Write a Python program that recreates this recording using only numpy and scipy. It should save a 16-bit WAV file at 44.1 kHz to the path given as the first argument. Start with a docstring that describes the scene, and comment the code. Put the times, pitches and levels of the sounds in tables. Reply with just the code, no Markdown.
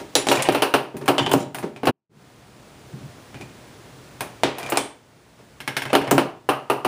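"""A light ball runs a tabletop chain-reaction machine: two tries, a short silence between.
It rolls onto a weighted lever arm, which tips, rattles and knocks against a wooden frame;
the ball is flung along a wooden trough and bounces away over blocks and table.
Each contact is a noise burst coloured by the struck body, with the table ringing along.
Small, lively room; a close camera with automatic gain."""
import sys
import numpy as np
from scipy import signal
from scipy.fft import rfft, irfft, next_fast_len
from scipy.io import wavfile

SR = 44100
rng = np.random.default_rng(int(sys.argv[2]) if len(sys.argv) > 2 else 0)


def store_wav(level_fs):
    """Save 16-bit WAV to argv[1]."""
    pcm = np.round(np.clip(np.atleast_2d(level_fs), -1, 1) * 32767)
    wavfile.write(sys.argv[1], SR, pcm.T.astype(np.int16))


N = 302967

# limits of the bass, thud, knock, clack and tick bands (edge [Hz])
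EDGES_HZ = [60, 200, 600, 1800, 5000, 16000]
# contact spectra (frequency [Hz], gain [dB])
WOOD_EQ = [(40, -38.5), (75, -38.5), (130, -14), (200, -14), (300, 0), (850, -2), (1300, -7), (2050, -16.5),
           (2850, -10.5), (3500, -21.5), (4200, -20.5), (7000, -33.5), (15000, -38)]
PLASTIC_EQ = [(40, -23.5), (180, -17.5), (300, -4), (850, -3), (1400, -10.5), (3200, -11), (6500, -17),
              (8300, -16.5), (15000, -27)]
HOLLOW_EQ = [(40, -37.5), (250, -6.5), (800, 3.5), (1300, -3), (3000, -8), (4000, -12.5), (7000, -17),
             (15000, -24.5)]
# resonances (centre [Hz], width [Hz], lift [dB])
ARM_PEAKS = [(3900, 120, 6), (5640, 80, 7), (7150, 60, 13), (10180, 90, 17)]
BALL_PEAKS = [(8460, 130, 7), (9080, 170, 15.5), (10070, 160, 15), (11550, 850, 12), (13660, 360, 17),
              (14700, 230, 12.2)]


def amp(db):
    """Decibels to gain."""
    return 10 ** (np.asarray(db) / 20)


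def unit(x):
    """Scale to rms 1."""
    return x / np.sqrt(np.mean(x ** 2) + 1e-20)


def along(points, hz):
    """Interpolate (frequency [Hz], value) on a log axis."""
    points_hz, values = np.transpose(points)
    return np.interp(np.log(hz + 1), np.log(points_hz + 1), values)


def coloured(x, eq, peaks=()):
    """Minimum-phase filter; narrow peaks lift the curve and ring on."""
    m = 2 * next_fast_len(len(x) // 2 + 2048)
    hz = np.fft.rfftfreq(m, 1 / SR)
    lift = sum(amp(db) ** 2 / (1 + (2 * (hz - centre) / width) ** 2) for centre, width, db in peaks)
    cepstrum = irfft(np.log(amp(along(eq, hz)) * np.sqrt(1 + lift)))
    cepstrum[1:m // 2] *= 2
    cepstrum[m // 2 + 1:] = 0
    return irfft(rfft(x, m) * np.exp(rfft(cepstrum)), m)[:len(x)]


def add(track, start_s, sound):
    """Mix a sound into the track."""
    part = track[max(0, round(start_s * SR)):][:len(sound)]
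    part += sound[:len(part)]


def burst(t, t60_s):
    """Decaying white noise."""
    return amp(-60 * t / t60_s) * rng.standard_normal(len(t))


def air(rumble_db=-57.5, hiss_db=-59.5):
    """Steady room rumble and soft hiss."""
    # noise spectra (frequency [Hz], gain [dB])
    rumble_eq = [(15, -61.5), (25, -30.5), (54, -6), (91, -7), (124, 3.5), (159, -4), (462, -7.5),
                 (499, -8.5), (1000, -26.5), (1300, -45), (2200, -120)]
    hiss_eq = [(350, -31.5), (600, -2.5), (715, -3), (1310, -6.5), (8990, -18.5), (11500, -21),
               (12400, -26.5), (15000, -19)]
    rumble = unit(coloured(rng.standard_normal(N), rumble_eq))
    hiss = unit(coloured(rng.standard_normal(N), hiss_eq))
    return amp(rumble_db) * rumble + amp(hiss_db) * hiss


def room_tail(size):
    """Diffuse echo; treble dies first."""
    decay = [(100, 0.54), (400, 0.39), (1500, 0.37), (5000, 0.31), (15000, 0.25)]  # reverberation (frequency [Hz], t60 [s])
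    hz, t, spectra = signal.stft(rng.standard_normal(size), SR, nperseg=256)
    spectra *= amp(-60 * t / along(decay, hz)[:, None])
    return signal.istft(spectra, SR, nperseg=256)[1][:size]


def table_ring(t, rise_s=0.005):
    """The table and the things on it ring, at new strengths for each blow."""
    modes = [(134, -13, 0.34), (232.8, -10, 0.24), (279, 1.5, 0.23), (351.4, -1.5, 0.26), (380, -0.5, 0.13),
             (408, -1, 0.29), (599, -8, 0.4), (782, -8.5, 0.33), (936, -10.5, 0.39)]  # (frequency [Hz], level [dB], t60 [s])
    tones = np.zeros(len(t))
    for hz, db, t60_s in modes:
        envelope = amp(db + rng.normal(0, 2) - 60 * t / t60_s)
        cycles = hz * rng.normal(1, .003) * t + rng.random()
        tones += envelope * np.sin(2 * np.pi * cycles)
    return tones * (1 - np.exp(-t / rise_s))


def band_levels(db, hardness_db_per_oct, balance_db, edges_hz):
    """Share a contact's level among the bands; harder is brighter."""
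    octaves = np.log2(np.multiply(edges_hz[:-1], edges_hz[1:])) / 2
    gains = amp(balance_db + hardness_db_per_oct * octaves)
    return db + 20 * np.log10(gains / np.linalg.norm(gains))


def voiced(x, levels_db, edges_hz):
    """Filter a blow so that its first 30 ms approach the band levels."""
    head = x[:round(.03 * SR)]
    power = 2 * abs(rfft(head, SR // 10)) ** 2 / (len(head) * SR / 10)
    hz = np.fft.rfftfreq(SR // 10, 1 / SR)
    eq = [(np.sqrt(lo * hi), db - 10 * np.log10(power[(hz >= lo) & (hz < hi)].sum()))
          for lo, hi, db in zip(edges_hz, edges_hz[1:], levels_db)]
    return coloured(x, eq)


def blows(hits, balance_db, eq, peaks, crack_db, chatter_t60_s, room_db, table_db,
          crack_t60_s=0.0032, edges_hz=EDGES_HZ):
    """Crack, chatter and echo in the struck body's colour, plus table ring; gains relative to chatter."""
    track, t = np.zeros(N), np.arange(SR * 4 // 10) / SR
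    for start_s, db, hardness in hits:
        crack = amp(crack_db) * burst(t, crack_t60_s)
        chatter = burst(t, chatter_t60_s)
        echo = amp(room_db) * room_tail(len(t)) * (1 - np.exp(-t / 0.0086))
        blow = coloured(crack + chatter + echo, eq, peaks) + amp(table_db) * table_ring(t)
        levels_db = band_levels(db, hardness, balance_db, edges_hz)
        for _ in range(2):  # bands overlap: two passes
            blow = voiced(blow, levels_db, edges_hz)
        add(track, start_s, blow)
    return track


def runs(spans, eq, peaks, contacts_per_s, spread_db):
    """Runs of tiny uneven contacts, blurred by the room."""
    track, t = np.zeros(N), np.arange(SR // 2) / SR
    for start_s, end_s, db in spans:
        size = round((end_s - start_s) * SR)
        touches = rng.random(size) < contacts_per_s / SR
        contacts = touches * amp(spread_db * rng.standard_normal(size))
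        response = burst(t, t60_s=0.047) + amp(-11.5) * room_tail(len(t))
        run = coloured(signal.fftconvolve(contacts, response), eq, peaks)
        add(track, start_s, amp(db) * run / (np.std(run[:size]) + 1e-9))
    return track


def table_bumps():
    """Soft, dull bumps of the table."""
    hits = [(0.0, -42.5, 5.5), (.943, -29, 0.5), (1.013, -31, 3.5), (1.205, -26, -9.5), (1.352, -17, -1),
            (1.628, -22, 3), (1.885, -15, 0.5), (2.935, -41, -10.5), (3.01, -49, -7), (3.4, -47, -5),
            (5.39, -51.5, 5.5), (6.129, -22, 1), (6.192, -18.5, 4.5)]  # (time [s], level [dB], hardness [dB/oct])
    balance_db = [-8, 0, -14.5, -28, -40]  # (gain per band [dB])
    soft_eq = [(30, -13), (70, -7.5), (140, 10.5), (280, -3), (600, -11.5), (2500, -25.5), (12000, -43)]  # contact spectrum (frequency [Hz], gain [dB])
    return blows(hits, balance_db, soft_eq, [],
                 crack_db=-10.5, chatter_t60_s=.18, room_db=-5.5, table_db=-26)


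def arm_rattle():
    """The loose arm rattles."""
    spans = [(.287, .36, -27), (1.2, 1.26, -41.5), (1.33, 1.44, -35.5)]  # (start [s], end [s], level [dB])
    return runs(spans, PLASTIC_EQ, ARM_PEAKS[:3], contacts_per_s=360, spread_db=-0.5)


def treble_ticks():
    """Short, bright ticks, most at the onset of a knock or jolt."""
    hits = [(1.079, -31, 9.5), (1.3145, -31, 7), (1.333, -26.5, 2), (1.855, -34, -8), (4.6998, -27.5, 9),
            (6.1111, -23, -2)]  # (time [s], level [dB], hardness [dB/oct])
    balance_db = [-10, 0]  # (clack band [dB], tick band [dB])
    tick_peaks = [(7500, 2700, 3.7), (13800, 1500, 13)]  # (centre [Hz], width [Hz], lift [dB])
    return blows(hits, balance_db, HOLLOW_EQ, tick_peaks,
                 crack_db=4.5, chatter_t60_s=0.074, room_db=-10.5, table_db=-50, edges_hz=EDGES_HZ[3:])


def lever_clinks():
    """Metal parts of the lever clink and ring."""
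    hits = [(.2689, -24.5, -2), (.423, -28.5, 3.5), (4.7727, -14.5, 0)]  # (time [s], level [dB], hardness [dB/oct])
    balance_db = [-19, -2.5, 2, -2, -0.5]  # (gain per band [dB])
    metal_peaks = [(2300, 120, 6), (3080, 70, 8), (3490, 60, 8), (8510, 7, 20), (8620, 9, 15),
                   (9730, 10, 16)]  # (centre [Hz], width [Hz], lift [dB])
    return blows(hits, balance_db, PLASTIC_EQ, metal_peaks,
                 crack_db=5.5, chatter_t60_s=0.06, room_db=-12, table_db=-31.5)


def weight_jolts():
    """The weight jolts in its holder."""
    hits = [(1.1813, -18.5, 1.1), (1.191, -21, -0.1), (1.2626, -22, -0.2), (1.3155, -21, -1.3)]  # (time [s], level [dB], hardness [dB/oct])
    balance_db = [-19, -1, 1.5, 0.5, -13.5]  # (gain per band [dB])
    holder_peaks = [(3025, 150, 16.3), (3480, 99, 11), (4700, 120, 7.6)]  # (centre [Hz], width [Hz], lift [dB])
    return blows(hits, balance_db, PLASTIC_EQ, holder_peaks,
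                 crack_db=3, chatter_t60_s=.072, room_db=-11, table_db=-21.5)


def arm_clacks():
    """Sharp blows on the plastic arm."""
    hits = [(.1537, -15.5, 2), (.287, -20, .2)]  # (time [s], level [dB], hardness [dB/oct])
    balance_db = [-11.5, 3.5, -2.5, -1, -5]  # (gain per band [dB])
    return blows(hits, balance_db, PLASTIC_EQ, ARM_PEAKS,
                 crack_db=17, chatter_t60_s=0.12, room_db=-7, table_db=-24, crack_t60_s=0.0025)


def ball_roll():
    """The ball rolls: dense, uneven contacts."""
    spans = [(.37, .6, -30), (4.548, 4.771, -31.5), (5.87, 5.92, -41.5), (5.97, 6.11, -35.5)]  # (start [s], end [s], level [dB])
    roll_eq = [(40, -30.5), (140, -4.5), (700, 9.5), (1400, -4), (2500, -1), (4000, -12.5), (8000, -22.5),
               (15000, -37)]  # spectrum (frequency [Hz], gain [dB])
    return runs(spans, roll_eq, [], contacts_per_s=310, spread_db=7)


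def ball_pings():
    """The ball pings on plastic track and cradle."""
    hits = [(.372, -30.5, .9), (1.7625, -38.5, -0.3), (3.3444, -46.5, -0.9), (3.4112, -47.5, 1.2),
            (4.63, -29.7, 1.3), (4.6629, -31, 1.5)]  # (time [s], level [dB], hardness [dB/oct])
    balance_db = [-2, -3, -2.5, -1, -11.5]  # (gain per band [dB])
    track_peaks = [(2420, 120, 13)]  # (centre [Hz], width [Hz], lift [dB])
    return blows(hits, balance_db, HOLLOW_EQ, track_peaks,
                 crack_db=10, chatter_t60_s=0.11, room_db=-8, table_db=-21.5)


def ball_taps():
    """Light contacts ring ball and cup."""
    hits = [(.523, -22.5, -1.5), (.9683, -39.5, 1), (1.0586, -37, -0.5), (1.294, -30, -3),
            (1.5465, -27.5, 0), (1.5854, -31.5, -0.5), (4.2074, -34.5, 0.1), (4.5841, -29.5, 0.8)]  # (time [s], level [dB], hardness [dB/oct])
    balance_db = [-10, -6.5, 0, -4, -3]  # (gain per band [dB])
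    cup_peaks = [(2500, 150, 4.6)]  # (centre [Hz], width [Hz], lift [dB])
    return blows(hits, balance_db, HOLLOW_EQ, BALL_PEAKS + cup_peaks,
                 crack_db=8.5, chatter_t60_s=0.087, room_db=-7.5, table_db=-22.5)


def ball_hops():
    """The ball hops along the wooden trough."""
    hits = [(5.6038, -40, 0.7), (5.6771, -29, 0), (5.7669, -27.5, 1), (5.8203, -35, 0.5),
            (5.8537, -36, -1.5), (6.014, -30.5, -2.6), (6.0762, -30, -2.5)]  # (time [s], level [dB], hardness [dB/oct])
    balance_db = [-9, -6.5, -1, 1, -7.5]  # (gain per band [dB])
    trough_peaks = [(1627, 110, 10.7), (2144, 86, 8.8), (5440, 170, 7.7)]  # (centre [Hz], width [Hz], lift [dB])
    return blows(hits, balance_db, HOLLOW_EQ, BALL_PEAKS + trough_peaks,
                 crack_db=5, chatter_t60_s=0.084, room_db=-10.5, table_db=-21.5)


def block_topple():
    """The ball tips a small block over."""
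    hits = [(4.4349, -10, -0.5)]  # (time [s], level [dB], hardness [dB/oct])
    balance_db = [-14, -0.5, 1.5, -1, -11.5]  # (gain per band [dB])
    return blows(hits, balance_db, PLASTIC_EQ, [],
                 crack_db=13, chatter_t60_s=0.076, room_db=-6.5, table_db=-25.5, crack_t60_s=0.0011)


def ball_bounces(start_s=6.4897, first_db=-13.5, flight_s=.2097, restitution=.708, loss_db=2.5):
    """The ball bounces away; flights shorten and landings weaken by constant ratios."""
    balance_db = [-17.5, -2, 0.5, -9, -14.5]  # (gain per band [dB])
    block_peaks = [(1230, 65, 3.5), (1970, 64, 5.1), (2820, 380, 5.9)]  # (centre [Hz], width [Hz], lift [dB])
    hits = [(start_s + flight_s * (1 - restitution ** k) / (1 - restitution), first_db - loss_db * k, 0)
            for k in range(3)]
    return blows(hits, balance_db, WOOD_EQ, BALL_PEAKS + block_peaks,
                 crack_db=-1, chatter_t60_s=0.1, room_db=-8, table_db=-23)


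def wood_knocks():
    """Hard blows on wood, with the ball's resonances."""
    hits = [(.315, -17, 2), (.488, -12, -0.36), (.5478, -15.5, 1), (.6218, -12.5, 2.5), (.7395, -11, 1.33),
            (1.08, -15, 1), (1.086, -16.5, 0.5), (1.338, -10.5, -2.1), (1.8325, -23, -2), (1.871, -13, 0),
            (4.7213, -17, 1), (5.9305, -21.5, 0.4), (5.952, -14.5, 1), (6.1145, -14, -2),
            (6.18, -10.5, 0.46)]  # (time [s], level [dB], hardness [dB/oct])
    balance_db = [-14.5, 0.5, -1, -8.5, -17]  # (gain per band [dB])
    return blows(hits, balance_db, WOOD_EQ, BALL_PEAKS,
                 crack_db=3, chatter_t60_s=0.1, room_db=-9, table_db=-23.5)


def scene():
    """The machine in its room, mono."""
    bass_cut = [(25, -10), (60, -6), (120, -2.5)]  # thins the contacts' deep bass (frequency [Hz], gain [dB])
    machine = (ball_roll() + arm_rattle() + wood_knocks() + ball_bounces() + arm_clacks()
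               + block_topple() + weight_jolts() + lever_clinks() + treble_ticks()
               + ball_taps() + ball_pings() + ball_hops() + table_bumps())
    return (coloured(machine, bass_cut) + air())[None]


def gain_control(x, boost_db=10.5, ceiling_db=-11, recovery_db_per_s=8, detector_s=0.0031):
    """Loud blows duck the gain; it recovers steadily, so room noise swells in the gaps."""
    pole = np.exp(-1 / (detector_s * SR))
    level_db = 10 * np.log10(signal.lfilter([1 - pole], [1, -pole], x ** 2) + 1e-12)
    recovered_db = recovery_db_per_s * np.arange(N) / SR
    held_db = np.maximum.accumulate(level_db + recovered_db, axis=-1) - recovered_db
    return x * amp(np.minimum(boost_db, ceiling_db - held_db))


def pause(start_s=1.913, end_s=2.092, fade_out_s=.016, fade_in_s=0.13, floor_db=-56):
    """Gain that fades out and back in between the tries."""
    t = np.arange(N) / SR
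    return np.clip(np.maximum((start_s - t) / fade_out_s, (t - end_s) / fade_in_s), amp(floor_db), 1)


def record(dry, notch_hz=12550, notch_half_width_hz=520, notch_db=-22, top_hz=15350):
    """Camera: automatic gain, soft clip, pause, treble notch, steep low-pass."""
    x = gain_control(dry)
    clipped = x / (1 + abs(x) ** 6) ** (1 / 6)
    m = next_fast_len(N + SR // 2)
    hz = np.fft.rfftfreq(m, 1 / SR)
    notch = amp(notch_db / (1 + ((hz - notch_hz) / notch_half_width_hz) ** 2))
    low_pass = 1 / np.sqrt(1 + (hz / top_hz) ** 300)
    return irfft(rfft(pause() * clipped, m) * notch * low_pass, m)[..., :N]


dry = scene()
out = record(dry)
store_wav(out)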